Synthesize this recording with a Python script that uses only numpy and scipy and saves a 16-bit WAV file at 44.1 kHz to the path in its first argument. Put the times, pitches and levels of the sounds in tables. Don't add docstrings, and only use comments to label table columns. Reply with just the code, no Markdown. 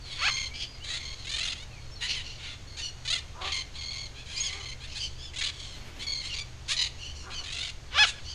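import sys
import numpy as np
from scipy import signal
from scipy.fft import rfft, irfft, next_fast_len
from scipy.io import wavfile
from scipy.ndimage import uniform_filter1d

SR = 44100
rng = np.random.default_rng(int(sys.argv[2]) if len(sys.argv) > 2 else 0)


def master_out(mix):
    frames = np.transpose(np.atleast_2d(mix))
    ceiling = np.clip(frames, -1, 1)
    pcm = np.round(ceiling * 32767).astype(np.int16)
    wavfile.write(sys.argv[1], SR, pcm)


N = 367794
TOP_HZ = 13700

# frequency in Hz, gain in dB.
WARBLE_THROAT = [(500, -20), (1100, -20), (1600, -21), (2200, -1), (3300, -1.5), (4400, 7), (5400, -13.5),
                 (6550, -4), (7600, -20.5), (10000, -24.5), (12000, -48)]
RATTLE_THROAT = [(600, -27.5), (1400, -15), (2100, -6.5), (2700, -3), (3450, -1), (4100, 1), (4900, -9),
                 (5800, -15), (6700, -9.5), (7600, -17.5), (10400, -27), (11800, -57.5)]
CHIRP_THROAT = [(700, -17), (1500, -20.5), (2200, -3), (3000, 6), (3700, -4), (4450, 5), (5300, -3),
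                (6200, -2), (7500, -15), (10000, -26), (12000, -43)]


def parakeets():
    # start in seconds, syllable count, syllable period in seconds,
    # loudest point 0-1, level in dB, swell in dB, pitch in Hz, roughness 0-1, throat focus in dB.
    warbles = [(0.189, 10, .0295, .48, -31, 24, 1078, .2, -4), (1.0, 6, .025, .3, -40.3, 5, 1085, .35, -3),
               (2.67, 4, .024, .3, -52, 4, 1100, .1, 8), (3.518, 5, .0218, .05, -30, 8, 1072, .2, -5),
               (3.783, 12, .0245, .4, -38.3, 12, 1098, .27, -1.5),
               (4.597, 5, .029, .5, -41.3, 1, 1040, .3, -8), (6.066, 6, .0262, .25, -32.3, 7, 1092, .14, 5),
               (6.338, 4, .0228, .4, -35, 5, 1135, .5, -1), (6.765, 5, .023, .43, -27, 20, 1015, .44, -1.5)]
    rattles = [(1.245, 13, .0227, .6, -32, 26, 660, .43, -1), (1.553, 4, .0225, .4, -46, 3, 705, .3, 0),
               (3.0495, 6, .0249, .5, -26.8, 48, 665, .17, 0),
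               (5.333, 7, .025, .58, -31.7, 36, 575, .45, 0),
               (7.436, 13, .021, .6, -36.3, 12, 690, .45, -1.5)]
    # peak time, rise and fall in seconds, level in dB,
    # pitch in Hz, glide in octaves per second, brightness in dB, roughness 0-1.
    screeches = [(0.13, .1, .16, -42, 1100, .1, -3, .64), (0.949, .12, .052, -33, 690, 2.6, -1.5, .65),
                 (1.2, .05, .061, -45, 1075, -1.4, 6, .64), (2.17, .037, .063, -36.3, 1048, -1.7, -3, .45),
                 (2.489, .12, .082, -41.3, 717, -1.4, -9, .6), (3.476, .08, .06, -35.8, 615, 2.5, -14, .8),
                 (3.77, .036, .031, -44, 1130, 5, -5, .54), (4.19, .049, .049, -45.5, 853, .1, -8, .36),
                 (4.32, .071, .043, -43, 800, .1, -1, .53), (4.43, .12, .081, -36.5, 1080, .3, 0, .43),
                 (4.531, .056, .073, -38.5, 1075, 1.2, -5, .56),
                 (4.845, .045, .026, -42.3, 850, 1.8, -6, .5), (5.65, .16, .15, -43.5, 1110, -.4, 6, .55),
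                 (6.028, .04, .028, -37.3, 1112, 3, 4, .54), (6.725, .05, .027, -26.2, 592, 6, 5, .38),
                 (8.083, .044, .032, -30, 980, -6, 10, .6)]
    chirps = [(0.62, .093, .05, -37, 1600, -1, -6, .7), (2.27, .05, .11, -43.3, 1440, -.5, 0, .65),
              (4.379, .023, .023, -33, 2440, 4, 14, .25), (4.466, .045, .041, -35.5, 1620, -3.6, 9, .37),
              (4.93, .065, .035, -45, 1290, -1.7, -7, .74), (5.241, .069, .076, -44, 1690, -1.2, 6, .35),
              (7.045, .072, .1, -41.3, 1480, .8, 8, .38), (7.185, .05, .089, -48, 1450, -.8, 7, .5),
              (8.305, .063, .043, -40, 1552, 1.1, 10, .48)]
    warbling = trills(warbles, WARBLE_THROAT, bend=.083, slide=-.016, taper=.23, gap=.11,
                      waver=.015, climb=-.015, pitch_per_db=.001)
    rattling = trills(rattles, RATTLE_THROAT, bend=-.05, slide=.01, taper=.32, gap=.1,
                      waver=.022, climb=.18, pitch_per_db=.014)
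    screeching = yelps()
    for row in screeches:
        add(screeching, *screech(RATTLE_THROAT, *row))
    for row in chirps:
        add(screeching, *screech(CHIRP_THROAT, *row))
    return (among_trees(warbling, scatter_db=-12.5, near_db=-9.5, echo_db=-33)
            + among_trees(rattling, scatter_db=-14.5, near_db=-7, echo_db=-50)
            + among_trees(screeching, scatter_db=-11, near_db=-9, echo_db=-24))


def trills(rows, throat, bend, slide, taper, gap, waver, climb, pitch_per_db):
    # frequency in Hz, share of the focus.
    focus = [(3400, 0), (4300, 1), (5400, 0.24)]
    scatter_db, detune, rough_scatter = 3.0, .045, .35
    out = np.zeros(N)
    for start, count, period, crest, db, swell_db, hz, rough, focus_db in rows:
        pressed = [(f, level + focus_db * value_at(focus, f)) for f, level in throat]
        u = np.linspace(-1, 1, int(period * (1 - gap) * SR))
        gate = unit_rms(signal.windows.tukey(len(u), taper))
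        for k, (louder, higher, hoarser) in enumerate(noise((count, 3))):
            past_crest = k / (count - 1) - crest
            effort_db = -swell_db * past_crest ** 2
            centre_hz = hz * (1 + climb * past_crest + pitch_per_db * effort_db + detune * rough * higher)
            scoop = bend * (u ** 2 - 1 / 4)
            pitch = centre_hz * (1 + scoop + slide * u + waver * wander(len(u), 109.6))
            voice = syrinx(pitch, rough * (1 + rough_scatter * hoarser), pressed,
                           jitter=.07, jitter_hz=489, rasp=1.6, vary_db=1.9)
            gain = amp(db + effort_db + scatter_db * rough * louder)
            add(out, start + k * period, gain * gate * voice)
    return out


def screech(throat, peak, rise, fall, db, hz, glide, bright_db, rough, droop=.04):
    # frequency in Hz, share of the brightness.
    open_beak = [(2500, 0.045), (4200, 0.32), (5600, 0.51)]
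    voicing_db, least_swell_db = -44, 9.5
    pitch, gain = arch(rise, fall, hz, glide, droop, edge_db=min(voicing_db - db, -least_swell_db))
    size = len(pitch)
    flutter = amp((.4 + 3.1 * rough) * wander(size, 131))
    brightened = [(f, level + bright_db * value_at(open_beak, f)) for f, level in throat]
    pitch = pitch * (1 + .02 * membrane_slips(size) + .025 * rough * wander(size, 130))
    voice = syrinx(pitch, rough, brightened, jitter=.0678, jitter_hz=521.4, rasp=1.0, vary_db=2)
    return peak - rise, amp(db) * gain * flutter * voice


def yelps(overlap_s=.009, rasp_db=-2, rasp_crest=.65, note_crest=.4):
    # break time, rasp length and note length in seconds, note level in dB,
    # rasp pitch and note pitch in Hz, note roughness 0-1, brightness in dB.
    calls = [(2.074, .072, .09, -29.8, 1014, 1420, .75, -6), (2.818, .053, .09, -33.8, 900, 1490, .2, 6),
             (4.99, .046, .1, -35.2, 844, 1520, .54, 8), (6.302, .09, .05, -35.5, 1101, 1410, .55, 1),
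             (7.345, .047, .087, -36.7, 850, 1520, .37, -1)]
    out = np.zeros(N)
    for break_s, rasp_s, note_s, db, rasp_hz, note_hz, rough, bright_db in calls:
        rise, fall = rasp_crest * rasp_s, (1 - rasp_crest) * rasp_s
        add(out, *screech(RATTLE_THROAT, break_s - fall, rise, fall + overlap_s, db + rasp_db, rasp_hz,
                          glide=2.5, bright_db=bright_db, rough=.57, droop=.06))
        rise, fall = note_crest * note_s, (1 - note_crest) * note_s
        add(out, *screech(CHIRP_THROAT, break_s + rise, rise + overlap_s, fall, db, note_hz,
                          glide=-2.1, bright_db=bright_db, rough=rough, droop=0))
    return out


def close_macaw(break_rough=2.2):
    # time in seconds, level in dB, pitch in Hz.
    first_squawk = [(0.17, -46, 447.4), (0.18, -46, 490.0), (0.21, -37, 519.8), (0.222, -30, 587.5),
                    (0.274, -24, 888.8), (0.29, -28, 603.5), (0.305, -35, 528.1)]
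    loud_squawk = [(7.905, -53, 370.0), (7.949, -33, 545.0), (7.977, -25, 611.1), (7.979, -23, 634.0),
                   (7.987, -20, 786.0), (7.989, -20, 808.9), (8.001, -18, 851.2), (8.027, -16, 851.3),
                   (8.041, -19, 726.9), (8.058, -30, 643.9)]
    # frequency in Hz, gain in dB.
    throat = [(300, -15), (580, -8), (850, -9.5), (1170, 4.5), (1700, -0.5), (2550, 2.5), (3400, -1.5),
              (4250, -4), (5100, -7.5), (6000, -16), (6800, -17), (8000, -27), (10500, -34), (12000, -71)]
    # level in dB, roughness 0-1.
    clearing = [(-40, .6), (-27, .2), (-17, .05)]
    out = np.zeros(N)
    for squawk in (first_squawk, loud_squawk):
        times, levels, pitches = np.transpose(squawk)
        t = np.arange(times[0], times[-1], 1 / SR)
        db, hz = np.interp(t, times, levels), np.interp(t, times, pitches)
        pitch_lost = 1 - hz / np.maximum.accumulate(hz)
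        rough = np.minimum(np.interp(db, *np.transpose(clearing)) + break_rough * pitch_lost, .65)
        cry = syrinx(hz, rough, throat, jitter=.11, jitter_hz=595.7, rasp=.76, vary_db=-2)
        add(out, times[0], amp(db) * cry * signal.windows.tukey(len(t), .05))
    return out


def syrinx(hz, rough, throat, jitter=.075, jitter_hz=520, rasp=.75, vary_db=4.0):
    size, rough = len(hz), np.clip(rough, 0, 1)
    cycles = np.cumsum(hz * (1 + jitter * rough * wander(size, jitter_hz))) / SR
    throat = [(f, db + vary_db * z) for (f, db), z in zip(throat, noise(len(throat)))]
    tone = np.zeros(size)
    for k in range(1, int(TOP_HZ / hz.min()) + 1):
        strength = amp(value_at(throat, k * hz)) * (k * hz < TOP_HZ)
        tone += strength * np.cos(2 * np.pi * k * cycles + .2476 * k * k)
    tone *= 1 + .5 * rough * wander(size, 700)
    tone /= np.sqrt(abs(uniform_filter1d(tone ** 2, size=600)) + 1e-9)
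    puffs = .15 + np.exp(-(cycles % 1) / .083)
    air = unit_rms(colour(noise(size) * puffs, throat))
    air_share = np.clip(rasp * rough ** 2 + .024, 0, 1)
    return np.sqrt(1 - air_share) * tone + np.sqrt(air_share) * air


def arch(rise, fall, hz, glide, droop, edge_db):
    t = np.arange(-rise, fall, 1 / SR)
    from_peak = abs(np.where(t < 0, t / rise, t / fall))
    gain = amp(edge_db * from_peak ** 1.5) * signal.windows.tukey(len(t), .25)
    pitch = hz * 2 ** (glide * t) * (1 - droop * from_peak ** 1.4)
    return pitch, gain


def membrane_slips(size):
    slips = np.cumsum(noise(size) > 3.15)
    return uniform_filter1d(noise(slips[-1] + 1)[slips], size=160)


def whistles():
    # peak time, rise and fall in seconds, level in dB, pitch in Hz, glide in octaves per second.
    notes = [(0.17, .17, .06, -47.5, 3500, -2.6), (0.575, .07, .029, -47.5, 2370, .8),
             (0.623, .012, .025, -41.5, 3350, -8), (0.71, .05, .074, -50, 4880, .1),
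             (0.83, .035, .033, -47.5, 3000, 4.5), (1.76, .055, .045, -53, 2420, -3.9),
             (1.93, .025, .068, -53, 5450, .6), (1.965, .015, .061, -48, 4350, -2.5),
             (4.412, .014, .01, -30, 6640, -5), (4.465, .015, .0094, -37, 6580, -3)]
    out = np.zeros(N)
    for peak, rise, fall, db, hz, glide in notes:
        pitch, gain = arch(rise, fall, hz, glide, droop=.015, edge_db=-5)
        pitch = pitch * (1 + .009 * wander(len(pitch), 300))
        quaver = amp(3 * wander(len(pitch), 110))
        tone = np.sin(2 * np.pi * np.cumsum(pitch) / SR)
        add(out, peak - rise, amp(db) * gain * unit_rms(quaver * tone))
    return out


def far_macaws():
    # peak time, rise and fall in seconds, level in dB, pitch in Hz,
    # glide in octaves per second, roughness 0-1.
    grumbles = [(3.46, .13, .059, -38.5, 392, 2.8, .42), (4.579, .15, .092, -50.5, 398, .4, .25),
                (7.295, .081, .1, -45.5, 365, .4, .55), (7.411, .038, .04, -50.5, 368, .5, .36)]
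    # frequency in Hz, gain in dB.
    throat = [(200, -28), (400, -2.5), (750, -5), (1150, 1), (1550, -5), (2000, -18), (4000, -30),
              (9000, -47)]
    out = np.zeros(N)
    for peak, rise, fall, db, hz, glide, rough in grumbles:
        pitch, gain = arch(rise, fall, hz, glide, droop=.055, edge_db=-19)
        croak = syrinx(pitch, rough, throat, jitter=.17, jitter_hz=294.2, rasp=1.5)
        add(out, peak - rise, amp(db) * gain * croak)
    return out


def wings(width_s=.047):
    # time of the downstroke in seconds, level in dB.
    wingbeats = [(5.78, -51.5), (5.88, -49), (5.99, -48.5), (6.1, -52.5)]
    puff_spectrum = [(80, -15), (240, -.5), (500, -7), (1100, -11.5), (3000, -7.5), (9000, -29)]
    t = np.arange(N) / SR
    strokes = sum(amp(db) * np.exp(-((t - s) / width_s) ** 2) for s, db in wingbeats)
    return strokes * unit_rms(colour(noise(N), puff_spectrum))


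def far_flock(count=50, syllable_hz=40):
    out = np.zeros(N)
    for k, (when, length, loud, high, slide) in enumerate(rng.random((count, 5))):
        start = (k + when) * N / SR / count
        half_s = .0508 + .0576 * length
        pitch, gain = arch(half_s, half_s, hz=1020 + 130 * high, glide=.8 - 1.1 * slide,
                           droop=-.085, edge_db=-19.5)
        syllables = np.sin(2 * np.pi * syllable_hz * np.arange(len(pitch)) / SR)
        voice = syrinx(pitch * (1 - .03 * syllables), rough=.32, throat=WARBLE_THROAT)
        add(out, start, amp(-61 + 4.4 * loud) * gain * (1 + .5 * syllables) * voice)
    return out


def motor_hum(drift_hz=3.527, waver_db=3.3):
    # frequency in Hz, rms level in dB around which the tone wavers.
    tones = [(49, -58.5), (73, -52), (92, -59.5), (120, -54.5)]
    out = np.zeros(N)
    for hz, db in tones:
        gain = amp(db + waver_db * wander(N, 14))
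        cycles = np.cumsum(hz + drift_hz * wander(N, 14)) / SR
        out += gain * unit_rms(np.sin(2 * np.pi * cycles))
    return out


def outdoor_air(level_db=-44.55, waver_db=.27):
    # frequency in Hz, relative noise density in dB.
    spectrum = [(20, 5), (42, 0.5), (54, -2.5), (105, -7.5), (140, -9.5), (200, -16.5), (550, -20),
                (1400, -24), (2500, -24), (4400, -25), (5400, -28), (6550, -26.5), (7300, -32.5),
                (10000, -43.5), (13500, -51.5)]
    return amp(level_db) * unit_rms(colour(noise(N), spectrum)) * amp(waver_db * wander(N, 8))


def among_trees(direct, scatter_db, near_db, echo_db, near_s=.003, echo_s=.15):
    # frequency in Hz, seconds to fall by 60 dB.
    ring_times = [(300, 0.19), (1500, 0.44), (4000, 0.25), (10000, 0.25)]
    taps = noise(SR) * (rng.random(SR) < 2500 / SR) * (np.arange(SR) > .012 * SR)
    hz, t, spectra = signal.stft(taps, SR, nperseg=256)
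    decay = amp(-60 * t / value_at(ring_times, hz)[:, None])
    tail = signal.istft(spectra * decay, SR, nperseg=256)[1]
    response = amp(scatter_db) * tail / np.linalg.norm(tail)
    for delay, db in ((near_s, near_db), (echo_s, echo_db)):
        cluster = noise(700) * np.exp(-np.linspace(0, 2, 700)) * (rng.random(700) < .04)
        add(response, delay, amp(db) * cluster / np.linalg.norm(cluster))
    return direct + signal.fftconvolve(direct, response)[:N]


def amp(db):
    return 10 ** (np.asarray(db) / 20)


def unit_rms(x):
    return x / np.sqrt(np.mean(x ** 2) + 1e-20)


def value_at(points, hz):
    f, value = np.transpose(points)
    return np.interp(np.log(hz + 1), np.log(f + 1), value)


def add(mix, start_s, sound):
    part = mix[max(round(start_s * SR), 0):][:len(sound)]
    part += sound[:len(part)]


def noise(size):
    return np.random.default_rng(rng.integers(1 << 30)).standard_normal(size)


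def colour(x, points):
    size = next_fast_len(len(x) + 512)
    gain = amp(value_at(points, np.fft.rfftfreq(size, 1 / SR)))
    return irfft(rfft(x, size) * gain, size)[:len(x)]


def wander(size, hz):
    at = np.arange(size) * hz / SR
    knots = noise(int(at[-1]) + 2)
    return np.interp(at, np.arange(len(knots)), knots)


def scene():
    close, middle, far = close_macaw(), whistles() + far_macaws(), far_flock()
    close = among_trees(close, scatter_db=-18.5, near_db=-10, echo_db=-28.5)
    middle = among_trees(middle, scatter_db=-10.5, near_db=-10, echo_db=-34)
    far = among_trees(far, scatter_db=-1.5, near_db=-11, echo_db=-16)
    return (parakeets() + close + middle + far + wings() + outdoor_air() + motor_hum())[None]


def record(dry, housing_hz=6540, housing_q=40, ring_gain=.4):
    ring = signal.lfilter(*signal.iirpeak(housing_hz, housing_q, SR), dry)
    lowpass = signal.firwin(511, TOP_HZ, window=("kaiser", 9), fs=SR)
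    return signal.oaconvolve(dry + ring_gain * ring, lowpass[None], "same")


dry = scene()
out = record(dry)
master_out(out)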